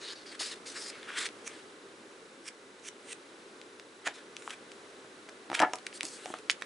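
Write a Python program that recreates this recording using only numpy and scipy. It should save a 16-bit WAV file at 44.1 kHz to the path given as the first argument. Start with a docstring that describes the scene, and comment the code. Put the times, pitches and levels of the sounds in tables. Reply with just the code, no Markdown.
"""Handling a softcover book

Fingers rub the sheets, pages flick free under a thumb, creases snap, skin and cover scuff, and the cover
is tapped, thuds and flaps with a rattle. Friction is clumpy noise through paper resonances, snaps
and scuffs are short bursts, and knocks ring damped modes. A small soft room answers; a fan blows behind as
shaped noise, and a phone's electronics buzz faintly as wavering sine tones."""
import sys
import numpy as np
from scipy import signal
from scipy.fft import rfft, irfft, next_fast_len
from scipy.io import wavfile
from scipy.ndimage import uniform_filter1d, map_coordinates

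SR = 44100
rng = np.random.default_rng(int(sys.argv[2]) if len(sys.argv) > 2 else 0)


def amplitude_ratio(level_db):
    """Convert a level in decibels to the matching linear amplitude (field) ratio."""
    exponent = np.asarray(level_db, float) / 20
    return 10 ** exponent


def master(y):
    """Save y as 16-bit WAV."""
    cut = np.clip(np.atleast_2d(y).T, -1, 1)
    pcm = np.round(cut * 32767)  # scale
    wavfile.write(sys.argv[1], SR, pcm.astype(np.int16))


N = 293265  # length in samples

# Strokes of fingers and sliding sheets. Each row: start in seconds, length before the release in seconds,
# first and last drive level in dB, sheet resonance in Hz at mid-swell, body in dB, edge hiss in dB.
RUB_STROKES = [(0.0, .133, -43, -38, 4050, 1.5, -16.5), (.15, 0.088, -44, -49.5, 4400, -11, -23),
               (0.254, 0.065, -42, -42, 4440, -6, -25), (0.311, 0.043, -48.5, -49.5, 3840, 13.5, -8),
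               (.391, 0.031, -19, -26.5, 4760, -12, -16.5), (.417, .1, -28.5, -40.5, 4500, -4, -9.5),
               (.51, .028, -31, -39, 3940, -4, -10), (.545, 0.038, -43, -58, 4260, -10, -13),
               (.653, .095, -37, -46.5, 4380, -1, -7), (.742, .16, -38.5, -39, 5000, -3, -8),
               (0.747, 0.036, -40, -46, 1650, 8, -20), (0.894, 0.18, -51.5, -54.5, 3150, 11, -19),
               (1.07, 0.086, -46, -43, 2890, 9.5, -14.5), (1.149, 0.034, -38.5, -33.5, 3000, 9.5, -11),
               (1.172, .095, -29.5, -35, 3300, 5, -7.5), (1.478, .14, -52, -56.5, 3370, 11.5, -8),
               (4.077, .045, -36, -60, 3260, 7, -20), (4.135, .09, -39, -63, 3500, 7.5, -14),
               (4.375, .12, -61, -57.5, 2750, 5, 4.5), (4.494, 0.046, -41.5, -51, 3000, 13.5, -4.5),
               (5.529, 0.07, -33.5, -35.5, 2720, 0, -18), (5.929, .047, -48.5, -45.5, 4400, -2, 0),
               (6.034, 0.14, -43, -48.5, 4600, -4, 0), (6.17, .155, -55.5, -51.5, 3200, 5.5, 1.5),
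               (6.327, 0.069, -52, -53, 3100, 4, -8)]
# Pages dragged by the thumb until they let go. Each row: release in seconds, drive level in dB,
# drag time in seconds, sheet resonance in Hz, edge resonance in Hz, edge level in dB.
PAGE_FLICKS = [(1.479, -27.5, 0.026, 2100, 6070, -3), (2.488, -29.5, .04, 2200, 5370, -1.5),
               (2.888, -27, 0.049, 2480, 6100, -3.5), (3.131, -27.5, 0.076, 2420, 8600, -4.5),
               (4.077, -15.5, 0.019, 1720, 6750, -15.5), (5.553, -14, 0.0087, 1970, 5500, -16.5)]
# Creases giving way in one clean snap. Each row: start in seconds, level in dB, sheet pitch in Hz,
# edge level in dB, left-right difference in dB.
CREASE_SNAPS = [(1.1041, -26.5, 1540, -25, 0.5), (1.2569, -22, 3170, -18, -1), (1.2644, -24, 1880, -6, 0.5),
                (1.289, -30, 2600, -10, 0.5), (3.615, -32.5, 2300, -9, 2), (3.7973, -31, 2400, -12, -0.5),
                (4.0833, -26, 1900, -15, 10), (4.3667, -25, 2550, -9, 1.5), (4.4768, -24, 1230, -43, 1.5),
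                (4.506, -25.5, 3020, -28, 2), (4.718, -31.5, 2790, -5, 1.0), (5.289, -34, 2070, -8, 1.0),
                (5.5005, -26, 1750, -10, 3), (5.5167, -24, 1200, -19, -2), (5.53, -31, 1240, -10, 2),
                (5.9282, -33, 2170, -22, 3), (6.0083, -15.5, 2290, -2.5, 1.0),
                (6.0313, -17.5, 6000, -4, -1), (6.258, -26, 1840, -3, -4), (6.34, -24.5, 1140, -18, -2),
                (6.498, -6, 2640, -37, -4.5)]
# Brief skids of skin or cover; the rows at 6.5028 and 6.5117 s are quick echoes of the loud snap at 6.498 s.
# Each row: start in seconds, level in dB, sheet pitch in Hz, edge level in dB, left-right difference in dB.
SKIDS = [(0.259, -38, 1840, -22, -0.5), (0.953, -40, 1200, -22, 0.5), (1.029, -35, 1960, -27, 0),
         (1.234, -33, 1780, -17, 0.5), (2.796, -44.5, 6500, -6, -1), (4.0572, -35, 1800, -11, 10),
         (4.4214, -36.5, 1530, -27, 1), (4.4953, -37, 3200, -18, 1.5), (5.2925, -36.5, 1500, -13, 1),
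         (5.5923, -16, 2060, -31, -1), (5.6, -14.5, 1790, -10.5, 3.5), (5.6175, -21.5, 1600, -13, -1),
         (5.6225, -20, 2100, -36, 1), (5.734, -20.5, 2040, -8, 1), (5.7555, -28.5, 1680, 0, 1),
         (5.7847, -36.5, 2620, -7, 0), (5.8656, -24, 2190, -8.5, 2), (6.0519, -25, 6800, -5, -0.5),
         (6.066, -32, 6080, 3, -2), (6.386, -37.5, 2900, -20, -1), (6.5028, -15, 2750, -12.5, 0),
         (6.5117, -22.5, 3700, -3, -0.5), (6.6124, -38, 1970, -12, -9), (6.621, -20.5, 1910, -26, -3)]
# Fingers tapping the cover, and the cover thudding near 5.6 s. Each row: start in seconds, level in dB,
# frequency struck hardest in Hz, share of the full ring time left by the grip.
COVER_KNOCKS = [(0.407, -29, 711, 0.84), (4.069, -24, 670, 1), (4.084, -25.5, 891, 0.44),
                (5.046, -35, 378, 0.42), (5.287, -36, 468, 0.66), (5.499, -25, 400, 0.6),
                (5.514, -22.5, 400, 0.64), (5.529, -20, 1180, 0.37), (5.602, -13.5, 480, 0.92),
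                (5.622, -9, 800, 0.9), (5.631, -10, 620, 0.6), (5.734, -20, 810, 0.91),
                (5.754, -33, 856, .6), (6.037, -31, 325, 1), (6.257, -25.5, 738, 0.6),
                (6.277, -36, 840, 0.65), (6.302, -25.5, 347, 0.61), (6.338, -23.5, 746, 0.88)]
# Modes of the cover. Each row: nominal frequency in Hz, relative level in dB,
# ungripped 60 dB decay time in seconds.
COVER_MODES = [(197, 0, 0.022), (324, 5.5, 0.066), (641, 2.5, 0.074), (736, 7.5, 0.081), (898, 12.5, 0.034),
               (1237, 6, 0.094), (1380, 8.5, 0.036), (1697, 11.5, 0.061), (2060, -1, 0.009),
               (3180, -15, .015)]
# The cover wobbling and flapping, with a rattle. In order: start in seconds, peak in seconds, level in dB,
# upper modes in dB, swell in dB per second, fall in dB per second.
COVER_FLAP = (5.5, 5.63, -22.5, -3, 450, 400)
# Decay of the room. Each row: frequency in Hz, 60 dB decay time in seconds.
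ROOM_DECAY = [(300, 0.27), (2000, 0.13), (10000, 0.1)]
# Colour of the fan's air noise. Each row: frequency in Hz, relative density in dB.
FAN_COLOUR = [(15, -61), (25, -27.5), (90, -32), (108, -17), (139, -19.5), (244, -7.5), (398, -0.5),
              (569, -7.5), (681, -13.5), (774, -12.5), (836, -12.5), (1510, -10), (1850, -14), (5000, -22),
              (10600, -27.5), (11400, -43), (14800, -70), (22000, -120)]
# Slow course of the fan's loudness. Each row: time in seconds, level in dB.
FAN_LEVEL = [(0.0, -51), (0.98, -50.5), (1.93, -52), (3.87, -53.5), (4.28, -52), (6.65, -51)]
# Stereo width of the fan. Each row: frequency in Hz, left-right likeness from 0 to 1.
FAN_LIKENESS = [(60, 0.82), (170, 0.98), (480, 0.96), (1370, 0.19), (3870, 0.54), (11000, 0.83)]
# One chirp of the electronics. Each row: share of the cycle, pitch in Hz, level in dB.
CHIRP = [(0, 3550, -90), (.03, 3600, -62.5), (.09, 4000, -63.5), (.29, 4000, -64.5), (.33, 3600, -64.5),
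         (.42, 3600, -66.5), (.58, 3560, -79), (1, 3550, -95)]
# Thin wavering tones of the electronics. Each row: centre pitch in Hz, centre level in dB.
WHINE_TONES = [(2002, -74), (7865, -78)]

RUB_ATTACK_S, RUB_RELEASE_S = 0.014, 0.01  # a stroke swells in and lets go
SHEET_HZ_PER_DB = 46  # a harder stroke tightens the sheet
BODY_LAG, EDGE_LAG = 0.85, 0.36  # share of a swell that body and edges do not follow
SKID_MS = 1.03  # time for a scuff to swell to its top
# contact time for a blow at CONTACT_DB; harder is shorter
CONTACT_MS, CONTACT_DB, CONTACT_SHRINK = 2.06, -25, 0.37
CHIRP_RATE_HZ, CHIRP_START_S = 29.97, -0.0155
TREBLE_LIMIT_HZ = 11050


def unit(x):
    """Scales to rms 1."""
    return x / np.sqrt(np.mean(x ** 2) + 1e-20)


def along(points, hz):
    """Reads (Hz, value) points on a log frequency axis."""
    f, v = np.transpose(points)
    return np.interp(np.log(hz + 1), np.log(f + 1), v)


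def wobble(rate):
    """A smooth random curve with rate knots a second."""
    knots = rng.standard_normal(int(N * rate / SR) + 4)
    return map_coordinates(knots, [np.arange(N) * rate / SR])


def filtered(x, response):
    """Filters x by a complex response of frequency."""
    count = x.shape[-1]
    m = next_fast_len(count + 4096)
    spectrum = rfft(x, m) * response(np.fft.rfftfreq(m, 1 / SR))
    return irfft(spectrum, m)[..., :count]


def peak(f, hz, width_hz):
    """One causal resonance, gain 1 at its top."""
    return 1j * f * width_hz / (hz * hz - f * f + 1j * f * width_hz + 1e-9)


def grit(count, grain_db, clump_db, clump_rate):
    """Friction: noise whose samples spike now and then and come in clumps."""
    spikes = amplitude_ratio(grain_db * rng.exponential(size=count))
    knots = rng.standard_normal(int(count * clump_rate / SR) + 4)
    clumps = amplitude_ratio(clump_db * map_coordinates(knots, [np.arange(count) * clump_rate / SR]))
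    return unit(rng.standard_normal(count) * spikes * clumps)


def add(mix, s, sound, pan_db):
    """Lays a sound into both channels from time s; a positive pan leans left."""
    part = mix[:, round(s * SR):][:, :len(sound)]
    part += amplitude_ratio([[pan_db / 2], [-pan_db / 2]]) * sound[:part.shape[1]]


def edge_hiss(f):
    """Paper edges hiss broadly; the microphone probably adds a narrow high-treble crest."""
    return abs(peak(f, 7800, 5500)) ** 2 + amplitude_ratio(-5) * abs(peak(f, 8400, 1400)) ** 2


def rubs():
    """Grit rings the bent sheet at a moving pitch, its body below and its edges above; patches drift."""
    mix = np.zeros((2, N))
    for s, length, first_db, last_db, sheet_hz, body_db, edge_db in RUB_STROKES:
        count = round((length + RUB_RELEASE_S) * SR)
        friction = grit(count, grain_db=1.9, clump_db=1.7, clump_rate=120)
        f, t, z = signal.stft(friction, SR, nperseg=256)
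        f = f[:, None]
        swell_db = (last_db - first_db) * (t / length - 0.5)

        broad = amplitude_ratio(-6.5) * abs(peak(f, 3440, 3300)) ** 2
        sheet = abs(peak(f, sheet_hz + SHEET_HZ_PER_DB * swell_db, 1200)) ** 2
        body = amplitude_ratio(body_db - BODY_LAG * swell_db) * abs(peak(f, 1680, 1120)) ** 2
        edge = amplitude_ratio(edge_db - EDGE_LAG * swell_db) * edge_hiss(f)

        # uneven patches, smoothed over pitch and then over time
        patches = uniform_filter1d(rng.standard_normal(z.shape), size=3, axis=0)
        patches = unit(uniform_filter1d(patches, size=22, axis=1))
        coloured = z * (broad + sheet + body + edge) * amplitude_ratio(2.5 * patches)
        sound = signal.istft(coloured, SR, nperseg=256)[1][:count]

        t = np.arange(count) / SR
        touch = np.minimum(1, np.minimum(t / RUB_ATTACK_S, (t[-1] - t) / RUB_RELEASE_S))
        pressure = amplitude_ratio(first_db + (last_db - first_db) * t / length)
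        add(mix, s, sound * touch * pressure, pan_db=0.6)
    return mix


def flicks():
    """Drag friction swells until the page slips off the thumb, then dies within milliseconds."""
    mix, t = np.zeros((2, N)), np.arange(-SR // 8, SR // 50) / SR  # 0 is the release
    for s, db, drag, sheet_hz, edge_hz, edge_db in PAGE_FLICKS:
        rise = 0.28 * amplitude_ratio(-12 * (t / drag) ** 2) + 0.56 * amplitude_ratio(20 * t / 0.023)
        swell = np.where(t < 0, rise, amplitude_ratio(-60 * t / 0.006))
        rough = grit(len(t), grain_db=1.5, clump_db=1.6, clump_rate=220)

        def colour(f):
            """The sheet's resonance less that of its edge."""
            edge = peak(f, edge_hz, 1200) ** 2 + 0.8 * abs(peak(f, 7560, 4800)) ** 2
            return peak(f, sheet_hz, 1860) ** 2 - amplitude_ratio(edge_db) * edge

        add(mix, s + t[0], amplitude_ratio(db) * filtered(swell * rough, colour), pan_db=-2.2)
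    return mix


def crack(burst, hz, edge_db):
    """The sheet rings briefly at its pitch and its edge adds the treble; peak 1."""
    def colour(f):
        sheet = peak(f, hz, 0.46 * hz) * peak(f, hz, 3 * hz)
        return sheet - amplitude_ratio(edge_db) * peak(f, 6050, 4400)

    sound = filtered(burst, colour)
    return sound / abs(sound).max()


def snaps():
    """A crease gives one sharp push, with a little noisy debris dying after it."""
    mix, t = np.zeros((2, N)), np.arange(SR // 25) / SR
    for s, db, hz, edge_db, pan_db in CREASE_SNAPS:
        push = np.exp(-0.5 * ((t - 0.0003) / 0.00004) ** 2)
        debris = amplitude_ratio(-10 - 60 * t / 0.007) * rng.standard_normal(len(t))
        add(mix, s, amplitude_ratio(db) * crack(push + debris, hz, edge_db), pan_db)
    return mix


def scuffs():
    """Skin or cover skids: a short swell of noise rings the sheet."""
    mix, t = np.zeros((2, N)), np.arange(SR // 25) / SR
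    u = t * 1000 / SKID_MS
    for s, db, hz, edge_db, pan_db in SKIDS:
        skid = u * np.exp(-u) * rng.standard_normal(len(t))
        add(mix, s, amplitude_ratio(db) * crack(skid, hz, edge_db), pan_db)
    return mix


def knocks():
    """A push and a rough contact ring the cover modes near where the blow is strongest, damped by the grip."""
    mix, t = np.zeros((2, N)), np.arange(SR // 6) / SR
    hz, level_db, t60 = np.transpose(COVER_MODES)[:, :, None]
    for s, db, struck_hz, share in COVER_KNOCKS:
        spread, detune = rng.standard_normal((2, len(COVER_MODES), 1))
        strength = amplitude_ratio(level_db + 2 * spread) * abs(peak(hz, struck_hz, 1.3 * struck_hz)) ** 3
        decay = amplitude_ratio(-60 * t / (t60 * share))
        ring = strength * decay * np.sin(2 * np.pi * hz * (1 + 0.04 * detune) * t)

        u = t * 1000 / (CONTACT_MS * amplitude_ratio(CONTACT_SHRINK * (CONTACT_DB - db)))
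        contact = u * np.exp(-u) * rng.standard_normal(len(t))
        push = np.exp(-0.5 * ((t - 0.0012) / 0.00008) ** 2)  # the finger sinks in before it bottoms out
        blow = push + amplitude_ratio(-7) * contact
        sound = signal.fftconvolve(ring.sum(axis=0), blow)[:len(t)]
        add(mix, s, amplitude_ratio(db) * sound / abs(sound).max(), pan_db=0.5)
    return mix


def cover_flap():
    """The cover wobbles and flaps: a rattle keeps its modes, much widened, going."""
    mix = np.zeros((2, N))
    start, top, db, upper_db, swell_db, fall_db = COVER_FLAP
    t = np.arange(start - top, 0.1, 1 / SR)  # 0 is the peak
    rattle = grit(len(t), grain_db=2.0, clump_db=2.5, clump_rate=141)

    def modes(f, upper):
        """Sums the modes above or below 1200 Hz."""
        return sum(amplitude_ratio(mode_db) * abs(peak(f, hz, 5 / t60)) ** 2
                   for hz, mode_db, t60 in COVER_MODES if (hz > 1200) == upper)

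    low = unit(filtered(rattle, lambda f: modes(f, False)))
    high = unit(filtered(rattle, lambda f: modes(f, True)))
    swell = amplitude_ratio(db + np.minimum(swell_db * t, -fall_db * t))
    add(mix, start, swell * (low + amplitude_ratio(upper_db) * high), pan_db=1.5)
    return mix


def room(x):
    """A noise tail in which each frequency dies at its own speed; the sides differ mainly in the treble."""
    hz, t, z = signal.stft(rng.standard_normal((2, SR // 3)), SR, nperseg=256)
    z = z * amplitude_ratio(-60 * t / along(ROOM_DECAY, hz)[:, None])
    mid = z[0]
    side = z[1] * abs(peak(hz, 6200, 13500))[:, None]
    tail = signal.istft(np.array([mid + side, mid - side]), SR, nperseg=256)[1]
    delayed = np.pad(x, (200, 0))[None]  # samples
    return signal.fftconvolve(delayed, tail / np.linalg.norm(tail[0]), axes=1)[:, :N]


def fan():
    """Coloured air noise of gently wandering level, near mono in the bass."""
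    def colour(f):
        """Splits the noise into mid and side to give the wanted likeness."""
        turn = np.arccos(np.clip(along(FAN_LIKENESS, f), 0, 1)) / 2
        return amplitude_ratio(along(FAN_COLOUR, f)) * [np.cos(turn), np.sin(turn)]

    mid, side = filtered(rng.standard_normal((2, N)), colour)
    level_db = np.interp(np.arange(N) / SR, *np.transpose(FAN_LEVEL))
    return unit(np.array([mid + side, mid - side])) * amplitude_ratio(level_db + 0.42 * wobble(2.76))


def buzz():
    """The phone's electronics: a high tone jumps up and back once a cycle, over a faint whine."""
    t = np.arange(N) / SR
    share, hz, db = np.transpose(CHIRP)
    cycle = CHIRP_RATE_HZ * (t - CHIRP_START_S) % 1
    phase = 2 * np.pi * np.cumsum(np.interp(cycle, share, hz)) / SR
    sound = amplitude_ratio(np.interp(cycle, share, db) + 1.5 * wobble(4)) * np.sin(phase)
    for tone_hz, tone_db in WHINE_TONES:
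        level = amplitude_ratio(tone_db + 2.5 * wobble(4))
        sound = sound + level * np.sin(2 * np.pi * tone_hz * t + 0.9 * wobble(30))
    return sound


def scene():
    """The book, its room and the fan."""
    book = rubs() + flicks() + snaps() + scuffs() + knocks() + cover_flap()
    book = filtered(book, lambda f: (1j * f / (230 + 1j * f)) ** 2)  # the book's deep bass is cut
    return book + amplitude_ratio(-12) * room(book.mean(axis=0)) + fan()


def roll_off(x):
    """The treble ends steeply here."""
    return signal.sosfilt(signal.butter(12, 11560, fs=SR, output="sos"), x)


def record(dry):
    """The buzz joins, and the treble falls steeply above its limit."""
    def treble_fall(f):
        return amplitude_ratio(-np.clip((f - TREBLE_LIMIT_HZ) * 0.12, 0, 32))  # dB per Hz, down to a floor

    limited = filtered(dry + buzz(), treble_fall)
    return roll_off(limited)


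dry = scene()
out = record(dry)
master(out)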